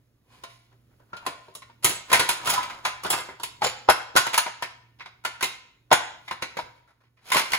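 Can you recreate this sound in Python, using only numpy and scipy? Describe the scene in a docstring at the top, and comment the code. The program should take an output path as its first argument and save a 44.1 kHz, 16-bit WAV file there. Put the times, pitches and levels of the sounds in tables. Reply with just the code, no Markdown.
"""A garage with faint low rumble and motor hum, where a thin steel plate is pried at with a screwdriver,
dropped on a workbench and rocked in its metal lid. Each knock is a faint early touch, the blow and a rebound
on one dense set of decaying modes, which ring longer only while the plate lies loose; flat landings add a
hollow clonk of lid and bench. Lifted or loose, knocks also feed a few long, clear modes. Steel edges ping,
and slide and rub as trains of tiny random blows. Scattered, band-wise decaying echoes answer."""
import sys
import numpy as np
from scipy import signal
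from scipy.fft import rfft, irfft, next_fast_len
from scipy.io import wavfile

SR = 44100
rng = np.random.default_rng(int(sys.argv[2]) if len(sys.argv) > 2 else 0)


def generate_wav(sig):
    """Save sig (samples, or channels by samples) to the path in sys.argv[1] as 16-bit PCM at SR."""
    pcm = np.round(np.clip(np.atleast_2d(sig).T, -1, 1) * 32767).astype(np.int16)
    wavfile.write(sys.argv[1], SR, pcm)


N = 334278  # samples
RING_SIZE = 16384  # samples per blow
EDGE_HZ = 15850  # upper band limit

# Plate against lid, bench or blade. Each row: time in seconds, level in dB, bass in dB,
# hardness in dB (low = dull face, high = steel edge), favoured mode in Hz, its relative level in dB, rim in dB.
KNOCKS = [(0.436, -32, 0, -2, 1085, -9, -4), (0.712, -63.5, 5, -13, 1040, -10, -7),
          (0.997, -59, 5, -26, 1053, -9, -3), (1.131, -32.5, 8.5, -22.5, 1368, 1, -0.5),
          (1.167, -36, -8, -2.5, 1360, -13, -8), (1.2639, -22.5, 8.5, 5, 1040, 1, 2),
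          (1.482, -46.5, 15.5, -23.5, 940, -4, -5.5), (1.5506, -42, 12, 19.5, 1164, -2, -11),
          (1.62, -42.5, 1.5, -3, 1066, 0.5, 6), (1.697, -49, 4.5, -20.5, 940, 1, -1),
          (1.8442, -18, 7, 18.5, 2470, -13, 2.5), (1.893, -28.5, 9.5, 15, 1013, -8.5, -9.5),
          (2.115, -22, -6.5, -4.5, 540, -5, 2), (2.1283, -9, -4.5, 6, 1590, -9.5, 5),
          (2.143, -29, 14.5, -7.5, 1300, -2.5, -9), (2.194, -14.5, 3, 6.5, 983, -14.5, 1.5),
          (2.289, -16.5, -1, 10.5, 2420, -12, -1.5), (2.456, -25, -2, 4.5, 503, -13, -9),
          (2.472, -19.5, -1, 3.5, 1371, -4, -9), (2.488, -26.5, -2, 9, 1017, 0, -15),
          (2.498, -22, -7, 14, 1300, -12, -5), (2.536, -22, -1.5, 7, 806, -4.5, -1.5),
          (2.557, -29.5, -2.5, -23, 1020, -14, 7), (2.578, -28.5, -20, -11, 1000, 11, 2),
          (2.601, -32, -15, -23, 1070, -7.5, 17), (2.629, -30, -23, 3, 3400, -10, 1),
          (2.698, -31.5, -12, -6, 1000, -14, 8), (2.85, -15.5, -8, -3.5, 880, -10.5, 1.5),
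          (3.034, -35.5, 7.5, 12, 1144, -3, 0), (3.047, -18, 1, -18, 1023, -17.5, -3),
          (3.102, -22.5, 3.5, 18, 784, -7, -5.5), (3.287, -34, 9.5, -44, 938, -11.5, 18.5),
          (3.398, -33, 3.5, -3, 950, -5, -19), (3.433, -26, -4.5, 12, 970, -5.5, 1.5),
          (3.619, -16.5, 0.5, -15, 850, 0, 3), (3.642, -19.5, -3.5, 1, 735, -7, 1.5),
          (3.661, -26, 3.5, -11.5, 520, 2, -6.5), (3.887, -4.5, -1.5, -19, 1434, -13.5, 1.5),
          (4.153, -20, 13.5, -11.5, 997, -9, -0.5), (4.162, -9, -2, 2, 1026, -3.5, 3.5),
          (4.169, -9.5, -17.5, 6.5, 1470, -3, -3.5), (4.266, -20.5, 1.5, 0, 940, -0.5, 4.5),
          (4.331, -21.5, -11, -4.5, 990, -11.5, 4), (4.341, -19, -11.5, 6, 1000, -17, 5),
          (4.377, -10.5, -15.5, 7, 934, -3, -3.5), (4.462, -23, -4, -17.5, 951, -2.5, 9),
          (4.623, -19.5, -3, -4, 971, -8, 6), (5.005, -34.5, -9.5, -21, 1693, -10, 16.5),
          (5.058, -33, -4, -14.5, 932, -16, 4), (5.249, -17.5, -4.5, -1.5, 1406, -6, 4.5),
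          (5.408, -25.5, -7, 0, 1530, -8.5, 4), (5.426, -16.5, -1.5, 7, 1054, -14.5, 5.5),
          (5.439, -21, -5.5, 7, 2090, -10.5, -3.5), (5.914, -4, -0.5, -17.5, 864, -11, 1.5),
          (6.279, -32.5, -10, -7.5, 1830, -14, 12), (6.31, -22.5, 1.5, -8.5, 1037, -2, 4.5),
          (6.422, -21.5, 3.5, -1.5, 1060, -10.5, 8.5), (6.569, -24.5, 4, -7, 538, -8.5, 6),
          (6.588, -25, -1, -13, 951, -1, 4.5), (7.318, -18, -14, 8.5, 1008, -1.5, 14),
          (7.332, -22, 0, 9.5, 1110, -16.5, 2), (7.346, -16.5, 4.5, 0, 1032, -3.5, -2),
          (7.356, -19, 6.5, -2, 1107, -1, 8), (7.366, -10, -25, -0.5, 918, -13, 1),
          (7.393, -17.5, -4.5, 4.5, 940, -12, 6), (7.416, -26, -2, -2, 1290, -17, 2),
          (7.533, -15.5, -23, 1, 1033, -16, 10.5)]
# Likeness of left and right. Each row: frequency in Hz, likeness from 0 to 1.
STEREO_LIKENESS = [(100, 0.99), (600, 0.74), (1100, 0.39), (3000, 0.66), (5500, 0.44), (8400, 1),
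                   (9700, 0.94), (11000, 1), (13300, 0.87), (15000, 0.8)]

LOOSE_FROM_S, LOOSE_UNTIL_S = 1.8, 3.3  # plate lies free, then the hand comes down
LOOSE_T60_S, LIFTED_OR_HELD_T60_S = .18, .12
REBOUND_S = 0.012  # delay of the far edge
SLIPS_PER_S = 190


def amp(db):
    """Decibels to gain."""
    return 10 ** (np.asarray(db) / 20)


def unit(x):
    """Scales to rms 1."""
    return x / np.sqrt(np.mean(x ** 2) + 1e-20)


def read(points, hz):
    """Reads a spectrum on a log-frequency axis."""
    f, value = np.transpose(points)
    return np.interp(np.log(hz + 1), np.log(f + 1), value)


def add(mix, start_s, sound):
    """Lays a sound into the mix from start_s, cut off at the end."""
    part = mix[:, max(round(start_s * SR), 0):][:, :sound.shape[-1]]
    part += sound[..., :part.shape[1]]


def drift(count):
    """Slow random curve through count standard-normal points over the whole scene."""
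    return np.interp(np.arange(N), np.linspace(0, N, count), rng.standard_normal(count))


def pair(z, hz):
    """Makes two unrelated spectra partly alike: a wide or narrow stereo image."""
    same = np.clip(read(STEREO_LIKENESS, hz), 0, 1)
    return np.array([z[0], same * z[0] + np.sqrt(1 - same ** 2) * z[1]])


def mode(hz, db, t60_s):
    """One dying sine, with a somewhat different phase left and right."""
    t60_s = max(t60_s, .01)
    t = np.arange(min(round(1.3 * t60_s * SR), RING_SIZE)) / SR
    apart_rad = np.sqrt(2 * max(1 - read(STEREO_LIKENESS, hz), 0)) * rng.standard_normal()
    wave = np.exp(2j * np.pi * (hz * t + rng.random()) - np.log(1000) * t / t60_s)
    out = np.zeros((2, RING_SIZE))
    out[:, :len(t)] = np.sqrt(2) * amp(db) * np.array([wave.imag, (wave * np.exp(1j * apart_rad)).imag])
    return out


def contact_rise(contact_s):
    """Exponential onset: a contact of finite length softens the attack."""
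    return 1 - np.exp(-np.arange(RING_SIZE) / SR / contact_s)


def background():
    """Uneven low room rumble and the unsteady hum of a motor."""
    # Each row: frequency in Hz, relative density in dB per Hz.
    air_spectrum = [(25, -22), (60, -6), (90, -9.5), (125, -6), (175, -16), (300, -14.5), (800, -29),
                    (2500, -33.5), (8000, -40.5), (16000, -37)]
    # Each row: frequency in Hz, level in dB before the floor curve.
    hum_lines = [(59, -90.5), (118, -68.5), (237, -83.5)]
    # Gain over time, sinking briefly near the end. Each row: time in seconds, gain in dB.
    floor = [(0, -1), (0.3, 1.5), (4.5, 3), (5.8, -0.5), (6.65, 6), (6.95, -8), (7.2, -7), (7.35, 1)]
    air_db, swell_db, unsteady = -66.5, 2.5, .55
    hz, t = np.fft.rfftfreq(N, 1 / SR), np.arange(N) / SR
    noise = rfft(rng.standard_normal((2, N)))
    air = unit(irfft(pair(noise, hz) * amp(read(air_spectrum, hz)), N))
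    hum = 0
    for f, db in hum_lines:
        waver = 1 + unsteady * (drift(count=70) + 1j * drift(count=90))  # amplitude and phase
        tone = np.exp(2j * np.pi * (f * t + rng.random()))
        hum = hum + np.sqrt(2) * amp(db) * (waver * tone).real
    rumble = amp(air_db + swell_db * drift(count=40)) * air
    return amp(np.interp(t, *np.transpose(floor))) * (rumble + hum)


def garage(x, build_s=0.0013, first_s=0.011, echoes_per_s=4000):
    """Scattered echoes from bench, clutter and walls, each band dying at its own speed."""
    # Each row: frequency in Hz, T60 in seconds.
    decay = [(100, 0.12), (400, 0.47), (1000, 0.54), (3000, 0.56), (7000, 0.46), (15000, 0.12)]
    taps = rng.choice([-1., 1.], (2, SR)) * (rng.random((2, SR)) < echoes_per_s / SR)
    hz, t, z = signal.stft(taps, SR, nperseg=256)
    z = pair(z, hz[:, None]) * np.exp(-np.log(1000) * t / read(decay, hz)[:, None])
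    tail = signal.istft(z, SR, nperseg=256)[1]
    since_first_s = np.maximum(np.arange(tail.shape[1]) / SR - first_s, 0)
    tail *= 1 - np.exp(-since_first_s / build_s)
    return signal.fftconvolve(x, tail / np.linalg.norm(tail[0]), axes=1)[:, :N]


def crowd_bins(count=900):
    """A thin plate has about equally many modes in every band: one at a random place in each slot."""
    slots = (np.arange(count) + rng.random(count)) / count
    return (slots * EDGE_HZ * RING_SIZE / SR).astype(int) + 1


def ring_at(s):
    """T60 of the dense modes: longer only while the plate lies loose; lifted or held it is shorter."""
    return LOOSE_T60_S if LOOSE_FROM_S < s < LOOSE_UNTIL_S else LIFTED_OR_HELD_T60_S


def strike(bins, bass_db, bright_db, top_db, rim_db, ring_s, spread_db=4.0, treble_spread_db=3,
           treble_ring=0.29, treble_hz=4500, crack_db=3, crack_t60_s=0.0065, detune=.01):
    """One blow: the contact point sets how strongly each mode rings, its hardness sets the colour."""
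    # Weaker modes. Each row: frequency in Hz, relative density in dB per Hz.
    crowd = [(30, -40), (80, -10), (150, -9.5), (220, -13.5), (300, -9.5), (420, -8), (700, -1.5),
             (1000, -3), (1400, -1), (1800, -4), (2400, -4.5), (4000, -6.5), (6000, -11), (7300, -12),
             (8300, -12.5), (9600, -9.5), (12500, -18.5), (15500, -21.5)]
    # Each row: frequency in Hz, level in dB before colour and overall strength.
    prominent_modes = [(165, -30.5), (380, -23.5), (495, -28.5), (620, -25), (783, -30), (945, -12),
                       (1035, -15.5), (1290, -20.5), (1458, -17), (1665, -29.5), (2060, -25.5), (2225, -31),
                       (2735, -34.5), (2953, -27), (3590, -25)]
    prominent_db, prominent_ring = 1.5, .6  # strongly driven modes die sooner: share of the plate's ring
    rim_hz = 2120  # modes brought out by a blow on the folded rim
    colour = [(450, bass_db), (800, 0), (1600, 0), (rim_hz, bright_db + rim_db),
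              (3000, bright_db), (5000, bright_db), (8500, top_db)]
    t, hz = np.arange(RING_SIZE) / SR, bins * SR / RING_SIZE
    high = 1 / (1 + (treble_hz / hz) ** 2)  # high modes die sooner and depend more on the contact point

    size = amp(read(crowd, hz))
    size = size / np.linalg.norm(size) * amp(read(colour, hz))
    chance = np.clip(rng.standard_normal(len(hz)), -2, 2)
    size *= unit(amp((spread_db + treble_spread_db * high) * chance))
    # neighbouring modes share nodes, so they are strong or weak in groups
    patch_db, patch_count = 3, 70
    patches = np.interp(hz, np.linspace(0, EDGE_HZ, patch_count), rng.standard_normal(patch_count))
    size *= unit(amp(patch_db * patches * np.sqrt(high)))

    body = (np.sqrt(1 - high), ring_s)
    treble = (high, ring_s * treble_ring)
    crack = (high * amp(crack_db), crack_t60_s)  # steel meeting steel
    out = np.zeros((2, RING_SIZE))
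    for share, t60_s in (body, treble, crack):
        phases = np.exp(2j * np.pi * rng.random((2, len(hz))))
        spectrum = np.zeros((2, RING_SIZE // 2 + 1), complex)
        spectrum[:, bins] = size * share * pair(phases, hz)
        out += irfft(spectrum) * RING_SIZE / np.sqrt(2) * np.exp(-np.log(1000) * t / t60_s)
    for f, db in prominent_modes:  # each new resting position shifts the modes a little
        shift, loud = rng.standard_normal(2)
        mode_db = prominent_db + db + read(colour, f) + spread_db * loud
        out += mode(f * (1 + detune * shift), mode_db, prominent_ring * ring_s)
    return out


def scrape(bins, start_s, level_db, colour, slips_per_s, point_count=4):
    """A sliding edge catches and slips at a few points; each slip is a tiny blow coloured (bass, bright, top, rim)."""
    slip_spread_db, slip_ring = 5, .6  # a pressing edge leaves this share of the ring
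    grip_s = .008  # time the edge takes to bite
    chance, size, point = rng.random((3, 2 * SR))[:, :len(level_db)]
    slip_sizes = amp(slip_spread_db * np.minimum(-np.log(1 - size), 3))
    slips = (chance < slips_per_s / SR) * slip_sizes / np.sqrt(slips_per_s / SLIPS_PER_S)
    grip = np.minimum(np.arange(len(slips)) / SR / grip_s, 1)
    slips = unit(slips) * amp(level_db[:len(slips)]) * grip
    out = np.zeros((2, N))
    for k in range(point_count):
        tick = strike(bins, *colour, slip_ring * ring_at(start_s))
        slips_here = slips * ((point * point_count).astype(int) == k)
        add(out, start_s, signal.fftconvolve(slips_here[None], tick / np.linalg.norm(tick[0]), axes=1))
    return out


def rubs(bins, rub_s=.045, fade_db=-6, slips_per_s=700, top_db=-14, rim_db=7):
    """The blade shifts on the steel: brief, faint trains of dense slips."""
    # Each row: start in seconds, level in dB, bass in dB, brightness in dB.
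    rub_list = [(0.711, -59.5, 10, -7), (0.901, -64.5, 9, -7), (0.996, -58, 8, -23), (1.088, -64, 2, -4),
                (4.987, -44, -3, 4), (6.869, -57, -1.5, -11), (6.998, -62.5, -4.5, -6.5),
                (7.035, -66.5, 1, 1), (7.164, -60.5, -6.5, 0), (7.205, -67, -6, -2)]
    out = np.zeros((2, N))
    for s, db, bass_db, bright_db in rub_list:
        level_db = np.linspace(db, db + fade_db, max(round(rub_s * SR), 2))
        out += scrape(bins, s, level_db, (bass_db, bright_db, top_db, rim_db), slips_per_s)
    return out


def slides(bins, range_db=30, top_db=-3, rim_db=1):
    """An edge slides, builds up to a peak and chatters out in uneven slips."""
    # Each row: peak time in seconds, level in dB, build-up in seconds, run-out in seconds, brightness in dB.
    slide_list = [(0.333, -53.5, 0.097, 0.33, 1), (.5, -54.5, 0.11, 0.29, 14), (1.252, -46, 0.2, 0.27, -12),
                  (1.502, -62.5, 0.64, .1, 20), (1.851, -23.5, 0.033, 0.16, 2.5),
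                  (2.125, -19, 0.046, 0.018, -0.5), (2.231, -34.5, 0.27, 0.11, 2),
                  (2.47, -32, .2, 0.64, -8.5), (2.498, -19.5, 0.081, 0.089, 8),
                  (3.13, -24.5, 0.03, 0.19, 1), (3.652, -18.5, 0.044, 0.074, 7),
                  (4.335, -28.5, 0.0076, 0.18, 4), (5.446, -37, 0.021, 0.16, 11),
                  (6.285, -52, 0.1, 0.058, 17), (6.76, -66, 0.0084, 0.095, 15),
                  (6.891, -64, 0.055, 0.15, -3.5), (7.275, -44, 0.067, 0.16, 4.5),
                  (7.329, -27.5, 0.088, 0.25, 8.5), (7.535, -21.5, 0.061, 0.067, 4)]
    light_db, finer_per_db = -32, .8  # below light_db slips come faster: dB of rate per dB
    out = np.zeros((2, N))
    for s, db, build_s, fade_s, bright_db in slide_list:
        swell = np.linspace(db - range_db, db, max(round(build_s * SR), 2))
        fade = np.linspace(db, db - range_db, max(round(fade_s * SR), 2))
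        level_db = np.concatenate([swell, fade])
        rate = SLIPS_PER_S * amp(finer_per_db * np.maximum(light_db - level_db, 0))
        out += scrape(bins, s - build_s, level_db, (0, bright_db, bright_db + top_db, rim_db), rate)
    return out


def pings(contact_s=0.0014, t60_at_1khz_s=.36, slope=.45):
    """Steel edges ring after a glancing blow, and near 2.56 s the loose plate, let go, rings on a few of its
    own modes; higher tones die sooner."""
    # Each row: time in seconds, frequency in Hz, level in dB.
    ping_list = [(1.133, 1415, -39.5), (1.167, 2444, -48), (1.8445, 12320, -17), (1.8445, 11050, -28),
                 (1.95, 7741, -33), (2.13, 12320, -31), (2.5, 15354, -28), (2.559, 1020, -29),
                 (2.559, 1280, -33), (2.629, 2320, -42), (3.102, 7570, -26), (3.641, 7095, -25.5),
                 (3.641, 5550, -32), (4.171, 12320, -31), (4.377, 15354, -30), (5.43, 7095, -31),
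                 (5.43, 5550, -37), (5.43, 3760, -35)]
    out = np.zeros((2, N))
    for s, hz, db in ping_list:
        t60_s = t60_at_1khz_s / (hz / 1000) ** slope
        add(out, s, mode(hz, db, t60_s) * contact_rise(contact_s))
    return out


def slams(contact_s=0.0007, t60_s=.058, rebound_db=-3.5):
    """A flat landing rings the lid and the wood under it with a short hollow clonk, and again on the rebound."""
    # Each row: time in seconds, relative level in dB.
    slam_list = [(1.264, -30), (2.128, -22.5), (3.621, -24.5), (3.645, -22.5), (3.662, -38), (3.887, -5.5),
                 (4.156, -31.5), (4.463, -29.5), (5.9135, -7), (6.588, -31.5)]
    # Lid and bench top together. Each row: frequency in Hz, relative level in dB.
    lid_modes = [(75, -26), (125, -36.5), (360, -17), (495, -7), (622, -0.5), (665, -7.5), (783, 1.5),
                 (850, -1), (945, -0.5), (1290, -8), (1440, -7)]
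    out = np.zeros((2, N))
    rise = contact_rise(contact_s)
    for s, db in slam_list:
        for at_s, level_db in ((s, db), (s + REBOUND_S, db + rebound_db)):
            add(out, at_s, rise * sum(mode(hz, level_db + mode_db, t60_s) for hz, mode_db in lid_modes))
    return out


def singing(contact_s=0.00089, lifted_t60_s=.33, loose_t60_s=.42, spread_db=2):
    """Until the hand comes down, knocks also feed a few long, clear modes; the plate's support decides which."""
    # Plate lifted by one edge. Each row: frequency in Hz, level in dB relative to the knock.
    lifted_modes = [(598, -23), (680, -20), (1036, -22), (1420, -21), (1836, -27), (2288, -22), (2525, -26),
                    (2800, -23)]
    # Plate lying loose. Each row: frequency in Hz, level in dB relative to the knock.
    loose_modes = [(1015, -22), (1280, -25), (1460, -28), (2320, -26), (2710, -30)]
    out = np.zeros((2, N))
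    rise = contact_rise(contact_s)
    for s, db, *_ in KNOCKS:
        if s >= LOOSE_UNTIL_S:
            continue
        lifted = s < LOOSE_FROM_S
        modes, t60_s = (lifted_modes, lifted_t60_s) if lifted else (loose_modes, loose_t60_s)
        for hz, mode_db in modes:
            add(out, s, rise * mode(hz, db + mode_db + spread_db * rng.standard_normal(), t60_s))
    return out


def knock(bins, db, bass_db, hard_db, rim_db, hz, mode_db, ring_s):
    """One landing: hardness brightens it, weight dulls it, and the contact point favours one mode."""
    favoured_db, favoured_ring = 3.5, .45  # share of the plate's ring
    # middle treble follows hardness less than the top; heavy blows press longer and sound duller
    bright_db = -0.5 + 0.35 * hard_db - 0.11 * db
    blow = strike(bins, bass_db, bright_db, hard_db, rim_db, ring_s)
    return amp(db) * (blow + mode(hz, favoured_db + mode_db, favoured_ring * ring_s))


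def knocks(bins, contact_s=0.0014, touch_s=0.0095, touch_db=-25.5):
    """The plate drops, rocks and snaps against the lid: a faint early touch, the blow, a rebound."""
    rebound_hard_db = 4.5  # the far edge always lands hard
    out = np.zeros((2, N))
    rise = contact_rise(contact_s)
    for s, db, bass_db, hard_db, hz, mode_db, rim_db in KNOCKS:
        early, late = rng.uniform(.8, 1.2, 2)
        ring_s = ring_at(s)
        blow = rise * knock(bins, db, bass_db, hard_db, rim_db, hz, mode_db, ring_s)
        rebound_db = db - 1.5 + .7 * db  # softer knocks rebound even less
        rebound = rise * knock(bins, rebound_db, bass_db, rebound_hard_db, rim_db, hz, mode_db, ring_s)
        add(out, s - touch_s * early, amp(touch_db) * blow)  # faint copy of the blow
        add(out, s, blow)
        add(out, s + REBOUND_S * late, rebound)
    return out


def scene(direct_db=-1.5, room_db=-14, lid_room_db=-9, turn_hz=1.3):
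    """The plate, the lid a little to the left, their echoes and the quiet garage."""
    bins = crowd_bins()
    plate = knocks(bins) + pings() + singing() + slides(bins) + rubs(bins)
    lid = slams() * amp([[-1.5], [-5.5]])  # left, right
    thrown = plate + amp(lid_room_db) * lid  # the lid lies under the plate and throws less into the room
    angle = 2 * np.pi * turn_hz * np.arange(N) / SR  # two echo tails take turns, so echoes vary between knocks
    echoes = garage(thrown) * np.cos(angle) + garage(thrown) * np.sin(angle)
    return amp(direct_db) * (plate + lid) + amp(room_db) * echoes + background()


def record(dry):
    """Two channels set apart by frequency-dependent phase and balance, soft overload, then the band limit."""
    # Each row: frequency in Hz, phase difference between left and right in radians.
    stereo_phase = [(100, 0), (700, 0.9), (1450, -0.1), (2600, 2.2), (4000, 1.9), (5300, 2.5), (6200, 1.4),
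                    (7000, -0.8), (8400, -3.14), (9500, -4.2), (10700, -6.2), (11800, -6.8), (12600, -9),
                    (14300, -10.1), (14900, -12.1), (15800, -12.5)]
    # Each row: frequency in Hz, left minus right in dB.
    stereo_balance = [(100, -3), (380, -1.5), (750, 1), (1300, 0), (2000, 0), (5200, -3), (7000, -0.5),
                      (15000, 1)]
    size = next_fast_len(N + 4096)
    hz = np.fft.rfftfreq(size, 1 / SR)
    balance = amp(read(stereo_balance, hz) / 2)
    channels = np.array([balance, np.exp(-1j * read(stereo_phase, hz)) / balance])
    heard = irfft(rfft(dry, size) * channels, size)[:, :N]
    heard = heard / (1 + heard ** 4) ** (1 / 4)  # rounds off the hardest peaks
    lowpass = signal.firwin(301, EDGE_HZ, window=("kaiser", 9), fs=SR)
    return signal.oaconvolve(heard, lowpass[None], "same", axes=1)


dry = scene()
out = record(dry)
generate_wav(out)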